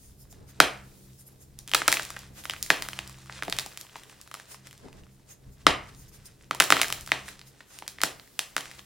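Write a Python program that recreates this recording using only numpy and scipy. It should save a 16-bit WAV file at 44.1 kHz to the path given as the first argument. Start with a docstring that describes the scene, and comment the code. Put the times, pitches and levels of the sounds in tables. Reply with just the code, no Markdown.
"""Dusty fingers swish over soft chalk, close by in a small room, before one hard snap.
Swishes lead into a dense volley of breaks that thins into crumbs; a lone snap and a second volley
follow, then scattered breaks to the end. Each break is a tick whose lows trail after it.
Noise grains make the crumbs and swishes; a short tail answers over faint hum, rumble and hiss.
The loudest snaps clip."""
import sys
import numpy as np
from scipy import signal
from scipy.fft import rfft, irfft
from scipy.io import wavfile
from scipy.ndimage import uniform_filter1d

SR = 44100
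rng = np.random.default_rng(int(sys.argv[2]) if len(sys.argv) > 2 else 0)


def unload_audio(sound):
    """Save the sound as a 16-bit wav file, at the path given as the first command line argument."""
    columns = np.transpose(np.atleast_2d(sound))
    # keep every value between -1 and 1, then stretch to whole-number steps
    steps = np.round(np.clip(columns, -1, 1) * 32767)
    wavfile.write(sys.argv[1], SR, steps.astype(np.int16))


N = 390285  # length in samples


def undb(db):
    """Decibels to gain."""
    return 10 ** (np.asarray(db) / 20)


def unit(x):
    """Scale to rms 1."""
    return x / np.sqrt(np.mean(x ** 2))


def columns(table):
    """Automation curves from a table whose first column is time, one value per sample."""
    s, *cols = np.transpose(table)
    return [np.interp(np.arange(N) / SR, s, c) for c in cols]


def colour(x, gain):
    """Filter with a gain given as a function of frequency."""
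    n = x.shape[-1]
    f = np.arange(n // 2 + 1) * SR / n + 1e-3
    return irfft(rfft(x) * gain(f), n)


def points(table):
    """EQ curve through (frequency, level) points on a log-frequency axis."""
    hz, db = np.transpose(table)
    return lambda f: undb(np.interp(np.log(f), np.log(hz), db))


def band(x, lo_hz, hi_hz):
    """Causal band-pass."""
    sos = signal.butter(2, [lo_hz, min(hi_hz, .45 * SR)], "band", fs=SR, output="sos")
    return signal.sosfilt(sos, x)


def walk(rate):
    """Random modulation, rms 1, that glides to a new value rate times a second."""
    k = int(SR / rate)
    steps = np.repeat(rng.standard_normal(N // k + 1), k)
    return unit(uniform_filter1d(steps, k)[:N])


def wide(likeness, size):
    """Stereo noise whose left and right correlate by the given likeness."""
    mid, side = rng.standard_normal((2, size))
    c = np.clip(likeness, -1, 1)
    return np.sqrt((1 + c) / 2) * mid + np.sqrt((1 - c) / 2) * side * np.array([[1], [-1]])


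def swells(table):
    """Bell-shaped swells of gain for two layers; the length spans the 1/e points."""
    t, out = np.arange(N) / SR, np.zeros((2, N))
    for s, *db, ms in table:
        near = slice(max(int((s - ms / 500) * SR), 0), int((s + ms / 500) * SR))
        bell = np.exp(-(2000 * (t[near] - s) / ms) ** 2)
        out[:, near] += undb(db)[:, None] * bell
    return out


def crackle(rate, spread_db):
    """Lone clicks at random moments (rate per second), a few much larger than the rest."""
    chance, size, sign = rng.random((3, N))
    return (chance < rate / SR) * undb(-spread_db * np.log(1 - size)) * np.sign(sign - .5)


HISS_DB = -72


def hiss():
    """Microphone hiss: steady, partly shared band-passed noise."""
    return undb(HISS_DB) * unit(band(wide(0.45, size=N), 1500, 15000))


# partials of the hum: (frequency [Hz], relative level [dB])
HUM_PARTIALS = [(65.5, -4.5), (131, 1), (197, -5), (333, -13.5)]


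def hum(hum_db):
    """Sine partials sharing one slight pitch waver, each with its own level waver."""
    hum_db = hum_db + 1.7 * walk(6.5)
    turns = np.cumsum(1 + .006 * walk(7.4)) / SR
    tone = 0
    for hz, db in HUM_PARTIALS:
        level = undb(db + 2.0 * walk(14)) * np.sqrt(2)
        tone = tone + level * np.sin(2 * np.pi * hz * turns)
    return undb(hum_db) * tone


RUSTLE_DB = -63.5  # mean level of the low rustle between scuffs
# spectrum behind rumble and rustle: (frequency [Hz], relative level [dB per Hz])
RUMBLE_SPECTRUM = [(12, -27), (20, -5), (132, -5), (236, -16.5), (270, -11.5), (315, -21), (396, -15.5),
                   (509, -19.5), (908, -25), (2000, -36.5), (2600, -62), (4400, -120)]
# low bumps and scuffs of hands and lumps in the tub:
# (centre time [s], rumble level [dB], rustle level [dB], length [ms])
TUB_SCUFFS = [(.42, -57.5, -61, 110), (.63, -55, -51, 100), (1.76, -60.5, -53.5, 69), (1.9, -54.5, -63, 70),
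              (2.32, -56, -59, 39), (2.63, -57, -66, 67), (2.72, -53, -37, 17), (2.81, -58, -52, 55),
              (3.49, -65, -38, 25), (3.57, -56.5, -58, 80), (4.86, -61.5, -48, 64), (4.96, -60, -57.5, 84),
              (5.03, -51.5, -64, 50), (5.49, -47, -71, 63), (5.7, -41.5, -47, 72), (6.72, -56, -49, 54),
              (7.02, -58, -70, 60), (8.04, -54, -48, 31), (8.18, -61, -66, 84)]


def rumble_and_rustle(rumble_db):
    """Low-passed noise under a wide low rustle; bumps and scuffs in the tub swell both."""
    rumble_db = rumble_db + 2.2 * walk(6)
    rustle_db = RUSTLE_DB + 1.9 * walk(6.3)
    bump, scuff = swells(TUB_SCUFFS)
    low_pass = signal.butter(2, 170, fs=SR, output="sos")
    rumble = signal.sosfilt(low_pass, colour(wide(0.93, size=N), points(RUMBLE_SPECTRUM)))
    # a shared core plus a broader, almost unrelated left and right
    rustle = band(wide(1.0, size=N), 230, 540) + band(wide(0.05, size=N), 190, 2500)
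    rustle = colour(rustle, points(RUMBLE_SPECTRUM))
    return (undb(rumble_db) + bump) * unit(rumble) + (undb(rustle_db) + scuff) * unit(rustle)


# background automation before its random waver: (time [s], rumble level [dB], hum level [dB])
BACKGROUND_LEVELS = [(0.0, -61.5, -63.5), (0.27, -57, -63), (0.71, -57, -55.5), (1.26, -60.5, -63),
                     (3.52, -56.5, -56), (3.77, -62, -66), (4.34, -72, -68.5), (5.0, -57, -58.5),
                     (5.35, -65, -67.5), (5.72, -55, -56.5), (5.99, -53, -59), (6.43, -66, -62.5),
                     (6.7, -55, -56.5), (7.15, -58, -54.5), (7.69, -70, -70), (8.09, -65.5, -63.5),
                     (8.23, -68, -72), (8.85, -68, -60)]


def background():
    """Sum of rumble, rustle, hum and hiss, the bed under the hands."""
    rumble_db, hum_db = columns(BACKGROUND_LEVELS)
    return rumble_and_rustle(rumble_db) + hum(hum_db) + hiss()


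TAIL_DB = -10.5  # trim on the whole tail
# room tail by octave band:
# (centre [Hz], decay by 60 dB [s], relative level [dB], left-right likeness [0-1])
ROOM_BANDS = [(122.1, 0.074, -25, 1), (307, 0.26, -37.5, .9), (536, 0.34, -39, 0.7),
              (1000, 0.41, -42.5, 0.17), (1990, 0.38, -39.5, 0.9), (3950, 0.26, -31.5, 1),
              (8600, 0.24, -29.5, 0), (14300, 0.25, -52.5, 0.7)]


def room(x):
    """Dense echoes that build up within about a millisecond and die band by band."""
    t = np.arange(SR // 2) / SR
    tail = 0
    for hz, t60, db, likeness in ROOM_BANDS:
        noise = unit(band(wide(likeness, size=len(t)), hz / np.sqrt(2), hz * np.sqrt(2)))
        tail = tail + undb(db - 60 * t / t60) * noise
    tail = undb(TAIL_DB) * tail * (1 - np.exp(-(t / 0.00067) ** 2))
    return signal.fftconvolve(x.mean(axis=0, keepdims=True), tail, axes=1)[:, :N]


# whispering bands of skin on chalk: (centre [Hz], width [Hz], mean relative level [dB])
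WHISPER_BANDS = [(5200, 700, -5), (6500, 700, -4), (7400, 600, -5), (9200, 900, -1), (11700, 1300, 0),
                 (14600, 1600, -3)]


def rubbing(dust_gain, whisper_gain):
    """Dusty skin on chalk: fine grit, and whispering bands that come and go on their own."""
    whisper = 0
    for hz, width, db in WHISPER_BANDS:
        noise = unit(band(wide(0.14, size=N), hz - width / 2, hz + width / 2))
        whisper = whisper + undb(db + 3.5 * walk(16)) * noise
    grit = undb(1.2 * walk(30)) * wide(0.17, size=N) + 0.21 * unit(crackle(900, 2.6))
    grit = unit(band(grit, 3600, 20000))
    return (dust_gain + 0.09 * whisper_gain) * grit + whisper_gain * unit(whisper)


SAND_SHARE = .4  # hiss that comes with the crumbs
# crumb sizes, coarse to fine: one band centre [Hz] each
GRAIN_HZ = [700, 1300, 2300, 4000, 7000, 11000]
# spectrum of crumbs and sand: (frequency [Hz], relative level [dB per Hz])
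CRUMB_SPECTRUM = [(120, -57.5), (200, -6), (375, -1.5), (664, -5), (799, -5), (1500, -2), (8810, -9.5),
                  (15600, -30.5), (16500, -24.5)]


def crumbling(crumb_gain, sand_gain):
    """Crumbs of every size break and drop on the heap, each size in its band, over sandy hiss."""
    clicks = 0
    for hz in GRAIN_HZ:
        clicks = clicks + unit(band(crackle(500, 3.0), hz / 1.81, hz * 1.6)) * np.sqrt(hz)
    clicks = unit(colour(clicks, points(CRUMB_SPECTRUM)))
    sand = undb(2.1 * walk(53)) * wide(0.24, size=N)
    sand = unit(colour(sand, points(CRUMB_SPECTRUM)))
    crumb_gain = crumb_gain * undb(3.5 * walk(22))  # crumbs come in clusters
    return crumb_gain * clicks + (SAND_SHARE * crumb_gain + sand_gain) * sand


def shed(peak_db, t60):
    """Gain that jumps at every listed fracture and dies away by 60 dB in t60 seconds."""
    kicks = np.zeros(N)
    kicks[(np.array(FRACTURES)[:, 0] * SR).astype(int)] = undb(peak_db)
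    return signal.lfilter([1], [1, -undb(-60 / t60 / SR)], kicks)


SHOWER_DB, SHOWER_T60_S = -39, 0.24  # crumbs shed after a break, against its level
DUST_DB, DUST_T60_S = -30.5, 0.18  # dust shed after a tick, against its level
# steady hand work: (time [s], crumbling level [dB], rubbing level [dB])
HAND_LEVELS = [(0.0, -74, -62), (0.44, -69.5, -76), (0.71, -58, -66), (1.03, -72.5, -60),
               (1.62, -75, -72.5), (1.9, -49, -51), (2.27, -58.5, -69), (2.39, -80, -59),
               (2.69, -50.5, -52), (2.86, -50, -51), (3.1, -58, -66), (3.7, -55.5, -59), (4.78, -66, -75.5),
               (5.23, -75.5, -74), (5.92, -63.5, -68.5), (6.56, -73.5, -72), (6.68, -65, -45),
               (6.75, -45.5, -45), (7.49, -65, -73), (8.04, -62, -67), (8.18, -66.5, -60), (8.85, -59, -62)]
# finger swishes: (centre time [s], whisper level [dB], sandy level [dB], length [ms])
FINGER_SWISHES = [(.07, -56, -71, 110), (.218, -52.5, -73.5, 51), (0.317, -50.5, -73.5, 28),
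                  (0.5, -55.5, -59, 46), (0.964, -70, -83, 260), (1.03, -83, -94.5, 21),
                  (1.203, -54, -67, 43), (1.276, -53, -83, 28), (1.326, -64, -86, 18),
                  (1.424, -55, -66, 41), (1.598, -83, -61, 34), (2.39, -52, -48, 64), (2.446, -45, -56, 14),
                  (3.807, -52, -52, 23), (4.111, -59, -70, 21), (4.525, -46.5, -51, 65),
                  (4.67, -62, -50.5, 30), (4.848, -83, -61.5, 56), (4.985, -77.5, -62, 90),
                  (5.136, -67, -88, 67), (5.315, -49.5, -56.5, 50), (5.533, -62, -72.5, 40),
                  (5.891, -67, -53, 23), (6.007, -54, -73, 77), (6.089, -55, -88, 22),
                  (6.149, -52.5, -60, 46), (6.265, -47, -65, 26), (7.29, -54, -50, 71),
                  (7.48, -54.5, -76, 40), (7.744, -52, -56.5, 100), (8.793, -57, -49, 19)]


def hand_work():
    """Rubbing and crumbling under steady levels, swishes and debris; also the crumbling curve."""
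    crumb_db, rub_db = columns(HAND_LEVELS)
    whisper, sandy = swells(FINGER_SWISHES)
    *_, break_db, tick_db = np.transpose(FRACTURES)
    crumbs = undb(crumb_db) + shed(break_db + SHOWER_DB, SHOWER_T60_S)
    dust = undb(rub_db) + shed(tick_db + DUST_DB, DUST_T60_S)
    return crumbling(crumbs, sandy) + rubbing(dust, whisper), crumb_db


CHIP_DB, CHIP_SPREAD_DB = 7, 3.0  # least level over the crumbling, upward scatter
CHIP_HZ = (915, 4200)  # ring range
CHIP_CROWDING = .8  # chips per second grow with this power of the crumbling


def chips(crumb_db, count):
    """Small stray fractures that crowd where crumbling is strong; rows as in FRACTURES."""
    when, pitch, size, bright = rng.random((count, 4)).T
    busy = np.cumsum(undb(CHIP_CROWDING * crumb_db))
    i = np.searchsorted(busy, when * busy[-1])
    db = crumb_db[i] + CHIP_DB - CHIP_SPREAD_DB * np.log(1 - .95 * size)
    hz = CHIP_HZ[0] * (CHIP_HZ[1] / CHIP_HZ[0]) ** pitch
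    return np.transpose([i / SR, hz, db, db + 24 * (bright - .8)])


SNAP_DB, RING_DB = -0.5, -4  # parts of every break, against its level
# thud against the break for a piece that rings at 1 kHz; smaller pieces thud less
THUD_DB, THUD_DB_PER_OCTAVE = -11.5, -7
# the ring beams upward out of the cupped hands; the walls get less of it
RING_Q, RING_FAR_DB = 3.5, -13
# lateness at 1 kHz for a 0 dB ring: bending waves in the block carry the treble faster
TRAIL_S = 0.0017
BOUNCE_S, BOUNCE_DB = 0.001043, -14.5  # echo off the heap below the hands, mean delay
# bands of thud, snap and tick: (low edge [Hz], high edge [Hz])
PARTS_HZ = [(260, 740), (900, 3680), (4800, 11000)]
# block modes in every snap: (centre [Hz], width [Hz], boost level [dB])
BLOCK_MODES = [(650, 84, -3.5), (1260, 92, 2.5), (2160, 1000, -1), (3093, 250, -2)]


def cracks(rows):
    """Sharp breaks whose lows trail the treble, with a brief ring; returns near and wall feeds."""
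    n, lead = 2048, 128  # samples per break, samples kept ahead of it
    f = np.arange(n // 2 + 1) * SR / n + 1e-3
    thud, snap, tick = (1 / np.sqrt((1 + (lo / f) ** 6) * (1 + (f / hi) ** 6)) for lo, hi in PARTS_HZ)
    snap = snap * (1 + sum(undb(db) / (1 + (2 * (f - hz) / w) ** 2) for hz, w, db in BLOCK_MODES))
    # fade in over 0.84 ms up to the break
    start = np.clip((np.arange(n) - lead) / SR / 0.00084 + 1, 0, 1) ** 2
    out = np.zeros((2, N + n))
    # smooth random phase makes every break ragged in its own way
    ragged = rng.standard_normal((len(rows), len(f)))
    ragged = 9.3 * uniform_filter1d(uniform_filter1d(ragged, size=40, axis=1), size=40, axis=1)
    scatter = rng.standard_normal(len(rows))
    for (s, hz, db, tick_db), twist, late in zip(rows, ragged, scatter):
        snap_db, ring_db = db + SNAP_DB, db + RING_DB
        thud_db = db + THUD_DB + THUD_DB_PER_OCTAVE * np.log2(hz / 1000)
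        # bigger breaks run through more chalk, so they spread out longer
        delay = TRAIL_S * undb(.12 * ring_db) * (1000 / np.maximum(f, 250)) ** .8
        bounce_s = BOUNCE_S * (1 + 0.12 * late)
        bounce = 1 + undb(BOUNCE_DB) * np.exp(-2j * np.pi * f * bounce_s)
        # summing delay over frequency gives the phase of the trail
        trail = 2 * np.pi * np.cumsum(delay + lead / SR) * SR / n
        wave = bounce * np.exp(1j * (twist - trail))
        mode = 1 / (1 + 1j * RING_Q * (f / hz - hz / f))
        parts = start * irfft(wave * [thud, mode * np.abs(mode), snap, tick], n)
        part_db = [[thud_db, ring_db + far, snap_db, tick_db] for far in (0, RING_FAR_DB)]
        i = max(int(s * SR) - lead, 0)
        out[:, i:i + n] += (undb(part_db) / np.abs(parts).max(axis=1)) @ parts
    return out[:, :N]


# fractures: (time [s], ring [Hz], break level [dB], tick peak level [dB])
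FRACTURES = [(.3271, 690, -50, -35.5), (.602, 1370, 4.5, -3), (1.5895, 3760, -52, -25),
             (1.677, 3260, -37.5, -26), (1.685, 3250, -36, -33), (1.694, 3130, -42, -30.5),
             (1.7158, 3240, -25.5, -24.5), (1.7361, 3060, -10, -17.5), (1.7473, 1327, -9, -6),
             (1.7497, 4300, -7.5, -15), (1.8182, 1490, -15.5, -39), (1.8795, 1350, -11, -2),
             (1.8827, 1300, -7.5, -18.5), (1.9184, 4370, -20.5, -11), (1.9263, 2030, -11.5, -6),
             (1.9413, 2300, -19.5, -18), (1.9701, 2400, -17, -30), (1.975, 2330, -28, -27),
             (1.9957, 1520, -19, -24), (2.0316, 2670, -40, -22), (2.051, 2920, -38, -24),
             (2.104, 1195, -30, -25), (2.1648, 1680, -28.5, -34), (2.1679, 1540, -28.5, -49),
             (2.191, 2320, -50, -29.5), (2.4383, 3330, -36.5, -40), (2.4546, 1450, -26, -27),
             (2.4974, 3050, -17, -22.5), (2.5357, 1490, -28, -31), (2.5638, 2420, -32.5, -56),
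             (2.6273, 4330, -36.5, -13), (2.6629, 1970, -36, -28), (2.7028, 1750, -4.5, -12.5),
             (2.7092, 1280, -20, -18), (2.8229, 5000, -19.5, -18), (2.8868, 1460, -24.5, -21.5),
             (2.9323, 2920, -26.5, -32), (2.9898, 2900, -19, -24), (3.076, 4670, -45.5, -30),
             (3.096, 1140, -41, -31), (3.39, 1120, -39, -50), (3.4241, 1690, -17, -32),
             (3.434, 1360, -28, -24.5), (3.45, 2750, -38, -31), (3.4809, 690, -24.5, -36),
             (3.4984, 4750, -29, -19.5), (3.5255, 3930, -13.5, -21.5), (3.5663, 2450, -39, -25),
             (3.587, 3750, -17.5, -12), (3.5962, 4530, -23, -21), (3.662, 800, -33.5, -22.5),
             (3.7745, 2900, -31.5, -24.5), (3.8122, 4000, -42, -24.5), (3.9568, 940, -30.5, -45),
             (3.9651, 900, -39, -34), (4.0352, 3290, -43, -37), (4.097, 2710, -42, -40),
             (4.214, 4600, -48.5, -29.5), (4.2758, 1330, -42, -39), (4.3141, 1260, -34, -36),
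             (4.3414, 1290, -29, -23), (4.3498, 1280, -35, -34), (4.3987, 1640, -35.5, -36.5),
             (4.545, 1070, -38, -41.5), (4.6711, 1780, -44.5, -32), (4.7108, 3000, -41, -38),
             (4.729, 1635, -43.5, -35.5), (4.778, 3310, -52, -40), (4.8844, 910, -43, -61),
             (4.929, 2920, -44, -44.5), (5.036, 2960, -49.5, -59), (5.067, 1210, -51, -63.5),
             (5.667, 1280, 4, -13.5), (6.257, 3800, -56.5, -34.5), (6.5102, 1270, -13, -24.5),
             (6.531, 1477, -35, -48), (6.5483, 950, -29, -22.5), (6.601, 2770, -5, -2),
             (6.6048, 1430, -5, -12), (6.6125, 2520, -16, -28), (6.622, 1530, -15, -13.5),
             (6.6398, 1480, -24, -15), (6.7039, 1290, -6, -7), (6.715, 3000, -28.5, -17),
             (6.723, 1380, -1.5, -11), (6.7674, 1330, -14.5, -27), (6.7774, 3180, -24, -26),
             (6.798, 1230, -19, -36), (6.8155, 2870, -9.5, -7), (6.8208, 3000, -21, -11.5),
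             (6.8318, 2310, -17, -20.5), (6.844, 1660, -20.5, -37), (6.883, 3120, -39, -22),
             (6.9023, 1180, -24.5, -20.5), (6.9253, 2880, -17.5, -14.5), (7.01, 2520, -42.5, -27.5),
             (7.063, 3290, -44.5, -30), (7.0753, 1340, -31.5, -23), (7.0917, 1410, -35, -49.5),
             (7.1183, 2100, -5, -21.5), (7.139, 1660, -29.5, -36), (7.282, 1830, -34, -36),
             (7.2875, 2320, -33, -30), (7.3933, 4700, -37, -37.5), (7.4146, 4220, -35.5, -43),
             (7.6057, 1610, -38, -55), (7.6085, 1850, -39, -54), (7.788, 2770, -37, -24.5),
             (7.8231, 870, -31, -44), (7.8653, 1910, -43, -44), (7.879, 4600, -27.5, -17),
             (7.9854, 2040, -35, -57), (8.0052, 1910, -32, -47), (8.0163, 4370, -18.5, -13.5),
             (8.0353, 1385, -8, -4), (8.1973, 4300, -34.5, -52), (8.392, 3000, -15, -12.5),
             (8.5656, 1420, -13.5, -13), (8.58, 1460, -22, -21.5), (8.6081, 3070, -30, -25),
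             (8.714, 1810, -35.5, -31.5), (8.793, 3350, -35.5, -42.5)]


def fractures(crumb_db):
    """The listed breaks of the chalk blocks together with random stray chips."""
    return cracks(np.vstack([FRACTURES, chips(crumb_db, count=160)]))


PORT_LAG_S = 1.8e-5  # the left port hears the hands a little later


def scene():
    """The hands at the two ports, their echo off the room and the background."""
    soft, crumb_db = hand_work()
    near, far = fractures(crumb_db)
    left = colour(near + soft[0], lambda f: np.exp(-2j * np.pi * f * PORT_LAG_S))
    direct = np.array([left, near + soft[1]])
    return direct + room(far + soft) + background()


TOP_HZ = 16300


def record(dry):
    """The converter clips the loudest snaps; a steep low-pass cuts the top."""
    cut = signal.ellip(8, .2, 50, TOP_HZ, fs=SR, output="sos")
    return np.clip(signal.sosfilt(cut, np.clip(dry, -1, 1)), -1, 1)


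dry = scene()
out = record(dry)
unload_audio(out)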